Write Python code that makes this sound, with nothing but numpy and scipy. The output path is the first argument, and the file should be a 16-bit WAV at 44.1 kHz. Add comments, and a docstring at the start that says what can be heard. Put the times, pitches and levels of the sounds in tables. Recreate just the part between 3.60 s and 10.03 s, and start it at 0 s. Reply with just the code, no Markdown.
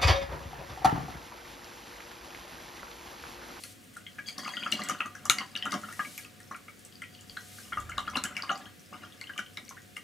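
"""At a desk in a small quiet room, a paintbrush is swished in a jar of water.
Slaps trap air pockets: short rising sines that plop or plink and ring the jar's modes; churned water is many more.
Droplets tick as pitched noise, bristles scrape in resonant clicks, and the ferrule knocks, scattering fine drops.
A hand slides over paper as banded noise, the desk top thuds at its low modes, and the room hums faintly below."""
import sys
import numpy as np
from scipy import signal
from scipy.io import wavfile
from scipy.ndimage import uniform_filter1d

SR = 44100
rng = np.random.default_rng(int(sys.argv[2]) if len(sys.argv) > 2 else 0)


def transcribe(u):
    """Save the signal u as a 16-bit wav file named by the first command-line argument.

    u: samples, shape (n,) or (channels, n), limited to [-1, 1]; the rate is SR.
    q: integer samples, one column per channel.
    """
    v = np.clip(np.atleast_2d(u).T, -1, 1)
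    q = np.round(v * 32767).astype(np.int16)
    wavfile.write(sys.argv[1], SR, q)


N = 283563
GRAIN_SAMPLES = 640   # length of one pocket or tick
OPPOSED = np.array([[1], [-1]])   # signs in the left and right channels

# Ferrule hard on the glass. Each row: start in seconds, level in dB.
KNOCKS = [(1.1236, -22.5), (1.698, -4.5), (4.639, -31)]
# Vigour of the stirring hand, as churned water. Each row: time in seconds, level in dB.
STIR = [(0.0, -70), (.5, -68), (.91, -52), (1.32, -44.5), (1.48, -64.5), (1.77, -48.5), (1.9, -61.5),
        (2.08, -47), (2.2, -53), (2.69, -66.5), (3.37, -73), (4.21, -58), (4.33, -54.5), (4.78, -51),
        (5.07, -52.5), (5.16, -91), (5.3, -71), (5.34, -46), (5.4, -61), (5.44, -47), (5.49, -63),
        (5.75, -66), (6.43, -82)]


def amp(db):
    """Amplitude ratio of a level in dB."""
    return 10 ** (np.asarray(db) / 20)


def rms_one(x):
    """Scale to rms 1."""
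    return x / np.sqrt(np.mean(x ** 2) + 1e-20)


def in_time(rows, **ends):
    """Interpolate each column of a table over the scene's samples; the first column is seconds."""
    times_s, *columns = np.transpose(rows)
    return [np.interp(np.arange(N) / SR, times_s, column, **ends) for column in columns]


def in_spans(tables):
    """Gain of a sound that follows its tables and drops at once to -120 dB outside them."""
    return sum(amp(in_time(rows, left=-120, right=-120)[0]) for rows in tables)


def at_hz(points, hz):
    """Interpolate a spectrum on a log frequency axis."""
    points_hz, values = np.array(points).T
    return np.interp(np.log(hz), np.log(points_hz), values)


def resonate(x, hz, width_hz):
    """Two-pole resonance with gain 1 on top."""
    r = np.exp(-np.pi * width_hz / SR)
    zeros = [(1 - r * r) / 2, 0, (r * r - 1) / 2]
    poles = [1, -2 * r * np.cos(2 * np.pi * hz / SR), r * r]
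    return signal.lfilter(zeros, poles, x + 1e-18)


def bandpass(x, low_hz, high_hz):
    """Second-order Butterworth band-pass."""
    return signal.sosfilt(signal.butter(2, [low_hz, high_hz], "band", fs=SR, output="sos"), x)


def late(x, delay_s):
    """Delay a signal."""
    return np.pad(x, (round(delay_s * SR), 0))[:N]


def add(out, start_s, sound):
    """Mix in a short sound."""
    i = round(start_s * SR)
    out[i:i + len(sound)] += sound[:N - i]


def banded_noise(spectrum):
    """Third-octave bands of stereo noise, each with its own level and left-right likeness; rms 1."""
    # Each row: frequency in Hz, left-right likeness from 0 to 1.
    likeness = [(60, 0.71), (300, 0.25), (1200, 0.012), (3000, 0.41), (5500, 1), (8500, 0.82),
                (13000, 0.23)]
    out, edges_hz = 0, 22 * 2 ** (np.arange(30) / 3)
    white = rng.standard_normal((2, 2, N))
    for k, (low_hz, high_hz) in enumerate(zip(edges_hz, edges_hz[1:])):
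        if high_hz < spectrum[0][0]:
            continue
        mid, side = bandpass(white[k % 2], low_hz, high_hz)   # neighbouring bands use different noise
        hz = np.sqrt(low_hz * high_hz)
        alike = at_hz(likeness, hz)
        stereo = np.sqrt(1 + alike) * mid + np.sqrt(1 - alike) * side * OPPOSED
        out = out + amp(at_hz(spectrum, hz)) * stereo
    return rms_one(out)


def room_tone():
    """Steady noise floor of the room, shaped in bands."""
    # Each row: frequency in Hz, density in dB per Hz (relative).
    spectrum = [(25, -18), (103, -0.5), (238, 2.5), (399, -8), (553, -2.5), (726, -24), (900, -23),
                (1430, -11), (2900, -13), (5000, -17.5), (9000, -18.5), (13000, -21), (16500, -22)]
    return amp(-54.5) * banded_noise(spectrum)


def hum():
    """Appliance tones: steady sines with narrow noise on them, so that they waver in level."""
    # Each row: frequency in Hz, level in dB, noise width in Hz.
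    tones = [(98.3, -63.5, 4.5), (727, -72, 5.8)]
    t, out = np.arange(N) / SR, 0
    for hz, db, width_hz in tones:
        narrow = resonate(resonate(rng.standard_normal(N), hz, width_hz), hz, 3 * width_hz)
        out = out + amp(db) * rms_one(np.sin(2 * np.pi * hz * t) + 0.59 * rms_one(narrow))
    return out


def shaking():
    """Level of the desk top in dB: a tremble that follows the stirring, with a quick rise and fall at each bump."""
    # The jar bumps the desk top. Each row: time in seconds, level in dB.
    thuds = [(0.791, -42.5), (1.143, -39), (1.207, -40.5), (1.305, -38.5), (1.47, -52.5), (1.661, -48.5),
             (2.061, -40.5), (2.147, -34.5), (2.47, -49), (2.92, -49.5), (4.573, -39.5), (4.651, -44.5),
             (4.916, -44), (5.322, -52), (5.8, -52), (6.0, -53)]
    rise_db_per_s, fall_db_per_s = 537, 264
    t = np.arange(N) / SR
    gain = amp(in_time(STIR)[0] - 4)
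    for peak_s, db in thuds:
        drop_db = np.maximum(rise_db_per_s * (peak_s - t), fall_db_per_s * (t - peak_s))
        gain = np.maximum(gain, amp(db - drop_db))
    return 20 * np.log10(gain)


def desk(level_db, water):
    """The shaken desk top answers at its low modes, harder at every slap; a shove rumbles lower."""
    # Each row: frequency in Hz, width in Hz, level in dB.
    modes = [(212.8, 41.6, 2), (250.8, 79, -2), (584, 40, -3.5), (729, 29.4, -1.5)]
    # Low rumble, one table per shove. Each row: time in seconds, level in dB.
    shoves = [
        [(3.6, -86), (3.692, -61), (3.85, -80)],
        [(4.05, -68), (4.182, -44), (4.4, -50.5), (4.75, -64)],
    ]
    shake, thud = rng.standard_normal((3, N)), 0
    drive = shake[0] + 0.32 * shake[1:]   # a common part and one per channel
    for hz, width_hz, db in modes:
        thud = thud + amp(db) * resonate(resonate(drive, hz, width_hz), hz, 2 * width_hz)
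    jolt = uniform_filter1d(np.abs(resonate(water, 850, 770)), 600)
    rumble = rms_one(bandpass(shake[0] + 0.3 * shake[1:], 42, 95))
    return (amp(level_db) + 0.23 * jolt) * rms_one(thud) + in_spans(shoves) * rumble


def paper_slide():
    """A hand rubs over paper: banded noise under a moving level."""
    # One table per slide. Each row: time in seconds, level in dB.
    strokes = [
        [(0.0, -52), (0.124, -53.5), (0.25, -107)],
        [(2.1, -58.5), (2.464, -50.5), (2.624, -51), (2.78, -99)],
        [(3.62, -113), (3.678, -60.5), (3.992, -50.5), (4.3, -66)],
    ]
    # Each row: frequency in Hz, density in dB per Hz (relative).
    spectrum = [(700, -70), (1500, -9), (3000, -2), (7000, -2), (12000, -2.5), (16000, -17)]
    return in_spans(strokes) * banded_noise(spectrum)


def scrape():
    """Bristles on glass slip in uneven clicks; each stiff resonance catches and lets go in its own time."""
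    # One table per scrape. Each row: time in seconds, level in dB.
    strokes = [
        [(0.66, -56), (0.685, -40), (0.77, -67), (0.8, -49.5), (0.89, -50), (1.12, -59)],
        [(1.13, -43), (1.4, -81)],
        [(3.31, -86), (3.55, -65), (3.75, -76)],
    ]
    # Each row: frequency in Hz, width in Hz, level in dB.
    bristles = [(3290, 38, 15.5), (4620, 50, 13.5), (4800, 66, 13.5), (6510, 250, 3), (7850, 3900, -9)]
    slips_per_s = 3000
    slips = (rng.random(N) < slips_per_s / SR) * rng.standard_normal(N)
    out = 0
    for hz, width_hz, db in bristles:
        grip = amp(4.4 * rms_one(resonate(rng.standard_normal(N), 14, 24)))
        out = out + amp(db) * resonate(slips * grip, hz, width_hz)
    return in_spans(strokes) * rms_one(out)


def pocket(hz, cycles, rise):
    """An air pocket swells and dies within a few cycles; a positive rise makes its pitch climb as it closes."""
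    turns = np.arange(GRAIN_SAMPLES) * hz / SR
    swell = turns / cycles * np.exp(1 - turns / cycles)
    return swell * np.sin(2 * np.pi * turns * (1 + rise * turns))


def knocks():
    """Metal on glass: a broad crack of a few fast swings over a low push."""
    crack = pocket(3900, cycles=1.7, rise=0) + 0.51 * pocket(2230, cycles=1.96, rise=0)
    push = 0.029 * pocket(144, cycles=0.56, rise=0)
    out = np.zeros(N)
    for start_s, db in KNOCKS:
        add(out, start_s, amp(db) * (crack + push))
    return out


def spatter():
    """Water thrown up by each knock falls back in tiny drops of every pitch, thinning out."""
    level_db, t60_s = -25, 0.16
    out = np.zeros(N)
    for start_s, db in KNOCKS:
        for wait, pitch, size in rng.random((60, 3)):
            wait_s = 0.003 + 0.08 * wait ** 2
            drop = 2 * size * pocket(1500 * 6.0 ** pitch, cycles=2.1, rise=0)
            add(out, start_s + wait_s, amp(db + level_db - 60 * wait_s / t60_s) * drop)
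    return out


def plop(hz, cycles, rise):
    """A pinched-off pocket starts at once and rings out on its pitch, climbing a little."""
    turns = np.arange(GRAIN_SAMPLES) * hz / SR
    onset = (1 - np.exp(-turns / (0.095 * cycles))) ** 2   # a small share of the dying time
    ring = np.exp(-turns / cycles) * np.sin(2 * np.pi * turns * (1 + rise * turns))
    return 1.424 * onset * ring


def slaps():
    """Trapped pockets ring, small ones for more cycles; droplets and bursting foam tick as pitched noise."""
    # Air pockets trapped by the brush. Each row: start in seconds, level in dB, pitch in Hz.
    pockets = [(0.0375, -39.5, 2530), (0.037, -31.5, 4260), (0.3644, -34, 1400), (.4649, -40, 2100),
               (0.466, -34, 3160), (0.5847, -30, 1620), (0.589, -34, 2340), (0.6858, -31.5, 2310),
               (0.6866, -26.5, 4400), (0.7832, -31, 1075), (0.7803, -28.5, 4430), (0.832, -33.5, 1060),
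               (0.793, -36, 1850), (1.02, -36, 1450), (0.848, -29, 4770), (0.86, -28, 1220),
               (.85, -33, 2140), (0.879, -25, 1003), (0.878, -29.5, 2560), (0.937, -31, 1890),
               (0.969, -33, 1390), (0.969, -24, 3110), (1.028, -28, 2450), (1.035, -26.5, 3120),
               (0.891, -30, 4370), (1.061, -21, 1317), (1.1232, -19.5, 2790), (1.123, -17, 4030),
               (1.192, -25.5, 1140), (1.218, -29.5, 1970), (1.2185, -28, 4180), (1.2885, -32, 2170),
               (1.295, -19, 1230), (1.345, -33.5, 1470), (1.404, -20, 1297), (1.4054, -18.5, 2575),
               (1.4555, -27.5, 1190), (1.55, -34, 1530), (1.655, -26, 1137), (1.698, -14.5, 1300),
               (1.7858, -35, 2800), (1.805, -27.5, 1105), (1.784, -24, 2100), (1.7854, -20, 4540),
               (1.814, -25.5, 995), (1.8107, -33, 2950), (1.953, -30, 2680), (1.9535, -26.5, 3690),
               (1.961, -35, 1700), (1.961, -26.5, 2890), (1.975, -27.5, 4540), (2.0245, -32, 1910),
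               (2.025, -22.5, 3060), (2.056, -23.5, 1300), (2.065, -24, 1360), (2.053, -35, 2710),
               (2.126, -22.5, 1225), (2.1224, -27.5, 4650), (2.1195, -33, 2010), (2.119, -30.5, 3640),
               (2.1386, -21.5, 1106), (2.1403, -33, 3100), (2.233, -30.5, 1330), (2.285, -33, 1290),
               (2.306, -38.5, 1370), (2.176, -36, 1140), (2.3254, -37, 1830), (2.3934, -20, 1204),
               (2.3934, -23, 1600), (2.449, -31, 2270), (2.579, -31.5, 2330), (2.649, -37.5, 2550),
               (2.802, -44.5, 1820), (2.912, -25.5, 1090), (2.946, -33.5, 1340), (2.9457, -36.5, 2340),
               (3.0821, -37.5, 2190), (3.081, -40.5, 1270), (3.324, -50, 3150), (3.325, -45, 4730),
               (3.3554, -37.5, 4670), (3.419, -32.5, 2000), (3.4194, -41, 3070), (3.4193, -38.5, 1340),
               (3.59, -47.5, 2950), (3.4378, -36, 2410), (3.55, -46.5, 2960), (3.549, -44, 4300),
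               (3.697, -31.5, 4530), (3.697, -40.5, 3320), (3.7688, -27, 1510), (3.771, -32.5, 3980),
               (3.983, -39, 1530), (4.122, -24.5, 1340), (4.1234, -34.5, 2160), (4.1323, -33, 1890),
               (4.132, -33.5, 3130), (4.172, -20.5, 1217), (4.2017, -37.5, 1214), (4.292, -29.5, 1330),
               (4.318, -32, 2140), (4.319, -37, 1510), (4.37, -36, 1560), (4.396, -34, 3100),
               (4.3808, -17.5, 1130), (4.381, -20.5, 3800), (4.382, -36, 2910), (4.545, -38, 2950),
               (1.306, -33.5, 3000), (4.468, -42, 2820), (4.4758, -22.5, 1320), (4.5333, -30.5, 1020),
               (4.557, -18.5, 1020), (4.555, -22, 2704), (4.569, -23, 1290), (4.5716, -18, 3990),
               (4.6376, -29.5, 1400), (4.6377, -31.5, 2470), (4.652, -28.5, 1530), (4.6537, -31.5, 2960),
               (4.7064, -36.5, 1330), (4.7666, -23, 2294), (4.767, -30, 2620), (4.789, -34.5, 1390),
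               (4.8, -38, 1980), (4.823, -22, 4680), (4.8342, -26.5, 1080), (4.8945, -18, 1346),
               (4.8934, -25.5, 2920), (4.9028, -19, 1190), (4.913, -23, 750), (4.9559, -33, 1110),
               (4.956, -33, 4630), (5.057, -39.5, 3140), (5.327, -33.5, 1130), (5.4313, -38, 1420),
               (5.523, -42, 3380), (5.613, -33.5, 2120), (5.613, -30, 4300), (5.6397, -39.5, 2720),
               (5.6717, -37, 3060), (5.6948, -29.5, 1573), (5.761, -39, 1160), (5.736, -43.5, 2950),
               (5.78, -28.5, 2330), (5.7784, -28.5, 3060), (5.789, -23, 1470), (5.793, -39, 2870),
               (5.863, -41, 3060), (5.9714, -31.5, 2166), (5.973, -27, 3800), (5.974, -42, 1230),
               (6.0816, -44.5, 2240), (6.0805, -41, 4340), (6.1094, -32.5, 1030), (6.168, -39, 1520),
               (6.177, -41, 1810), (6.367, -39.5, 1190), (6.366, -31, 2130), (6.366, -35, 2730)]
    # Droplets ticking on the glass. 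Each row: start in seconds, level in dB, pitch in Hz.
    ticks = [(0.0372, -38, 9900), (0.3684, -45.5, 8250), (0.7826, -37.5, 5540), (0.88, -49, 6040),
             (1.1177, -33.5, 7460), (1.1217, -34, 5840), (1.2367, -37, 7700), (1.2873, -31.5, 6950),
             (1.2968, -33, 6200), (1.46, -47, 6350), (1.5523, -47.5, 6000), (1.654, -35.5, 7200),
             (1.6556, -42, 5900), (1.6978, -18, 6430), (1.785, -39.5, 5740), (1.964, -42.5, 5670),
             (2.055, -42, 7300), (2.1092, -44, 5030), (2.121, -36.5, 6170), (2.14, -38, 5500),
             (2.326, -43.5, 9600), (2.578, -36.5, 12000), (2.803, -51, 8500), (2.963, -49.5, 9400),
             (3.193, -51, 10600), (3.25, -44, 8400), (3.4196, -49.5, 8600), (3.6095, -48.5, 7150),
             (4.2017, -43.5, 7250), (4.296, -44.5, 7360), (4.3795, -43.5, 7100), (4.405, -50, 7860),
             (4.5, -46, 5850), (4.56, -41, 10100), (4.568, -37.5, 5570), (4.6385, -27.5, 7400),
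             (4.7669, -40, 5270), (4.977, -49, 7440), (5.613, -47, 7500), (5.7782, -42, 6800),
             (5.791, -43, 5700), (5.9717, -46.5, 5400), (6.092, -41.5, 6060), (6.368, -42.5, 9100)]
    fizz_top_db = -48.5
    snap_db, spray_db = -4.5, -25.5   # relative to the pocket
    out, t = np.zeros(N), np.arange(GRAIN_SAMPLES) / SR
    white = rng.standard_normal((len(ticks) + len(pockets), GRAIN_SAMPLES))
    grit = bandpass(white, 5000, 11500) * np.exp(-t / 0.0073)
    for (start_s, db, hz), noise in zip(ticks, grit):
        add(out, start_s, amp(db) * (1.85 * noise + 4.33 * pocket(hz, cycles=2.5, rise=0.00043)))
    # foam bursts at random times
    for (when, size, pitch), noise in zip(rng.random((90, 3)), grit):
        burst = noise + 2 * pocket(4000 * 2.8 ** pitch, cycles=4.6, rise=0)
        add(out, when * N / SR, amp(fizz_top_db - 12 * size) * burst)
    for (start_s, db, hz), spray in zip(pockets, grit[len(ticks):]):
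        cycles = 5.1 * (hz / 1400) ** 0.29
        snap = pocket(hz, cycles=0.4, rise=0)   # the surface snaps shut in a broad click
        slap = plop(hz, cycles, rise=0.0011) + amp(snap_db) * snap + amp(spray_db) * spray
        add(out, start_s, amp(db) * slap)
    return out


def churn(level_db, blows):
    """Stirred water bursts small pockets densely and at random, of uneven size and pitch; each slap stirs up more."""
    settle_s = 0.0055   # time constant of the calming after a slap
    out = np.zeros(N)
    for when, pitch, size in rng.random((4500, 3)):
        hz = 900 * 8.0 ** (pitch ** 1.5)
        level = amp(-2.5 * np.log(size + 0.015))
        add(out, when * N / SR, level * pocket(hz, cycles=6.5, rise=0.0008))
    calm = np.exp(-1 / (settle_s * SR))
    stirred = signal.lfilter([1 - calm], [1, -calm], np.abs(blows))
    return (amp(level_db) + 0.28 * stirred) * rms_one(out)


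def jar(x):
    """The jar and the air above its water: the direct sound, with every mode ringing on."""
    # Each row: frequency in Hz, level in dB, t60 in seconds.
    modes = [(784, 2, 0.37), (942, 0.5, 0.014), (1205.7, 3, 0.067), (1385, 10.5, 0.034),
             (1483, -0.5, 0.024), (1654, 15.5, 0.094), (1870, 7, 0.1), (1925, 13, 0.21), (2086, 8, 0.048),
             (2260, 13, 0.11), (2862, 8.5, 0.024), (3070, 12.5, 0.14), (3260, 10, 0.14)]
    rings = 0
    for k, (hz, db, t60_s) in enumerate(modes):
        width_hz = np.log(1000) / (np.pi * t60_s)
        rings = rings + (-1) ** k * amp(db) * resonate(x, hz, width_hz)
    return x + rings


def room(x):
    """Dense returns as decaying noise, largely alike in both channels."""
    # Clutter on the desk, then walls. Each row: start in seconds, level in dB, t60 in seconds, cutoff in Hz.
    echoes = [(.008, -15.5, 0.15, 14200), (0.01, -23.5, 0.39, 7100)]
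    t, tail = np.arange(SR // 2) / SR, 0
    for start_s, db, t60_s, cut_hz in echoes:
        lowpass = signal.butter(1, cut_hz, fs=SR, output="sos")
        mid, side = signal.sosfilt(lowpass, rng.standard_normal((2, len(t))))
        fade = (t > start_s) * amp(-60 * t / t60_s)
        fade = fade / np.sqrt(np.sum(fade ** 2))
        tail = tail + amp(db) * fade * (mid + 0.33 * side * OPPOSED)
    return signal.fftconvolve(x[None], tail, axes=1)[:, :N]


def scene():
    """The jar, a little to the left, returns off the desk a moment later, unequally in the two channels."""
    blows = slaps() + spatter()
    splash = blows + churn(*in_time(STIR), blows)
    water = amp(-5.5) * jar(splash) + scrape() + 0.66 * knocks()
    left = amp(0.4) * water + 0.78 * resonate(water, 3200, 3800)   # the nearer side favours the upper mids
    near = np.array([left + 0.016 * late(left, 0.01), water + 0.39 * late(water, 0.01)])
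    # the treble arrives unevenly on the two sides
    near = near + 0.65 * resonate(late(water, 0.00021), 13800, 3700) * OPPOSED
    returns = room(1.94 * water + 1.11 * splash)
    slide = amp(0.7 * OPPOSED) * paper_slide()
    background = amp(0.4 * OPPOSED) * (room_tone() + hum())
    return near + returns + slide + desk(shaking(), water) + background


def record(dry):
    """The microphone drops the deepest bass; the top is cut steeply."""
    dry = signal.sosfilt(signal.butter(2, 45, "high", fs=SR, output="sos"), dry)
    return signal.sosfilt(signal.cheby2(12, 60, 16500, fs=SR, output="sos"), dry)


dry = scene()
out = record(dry)
transcribe(out)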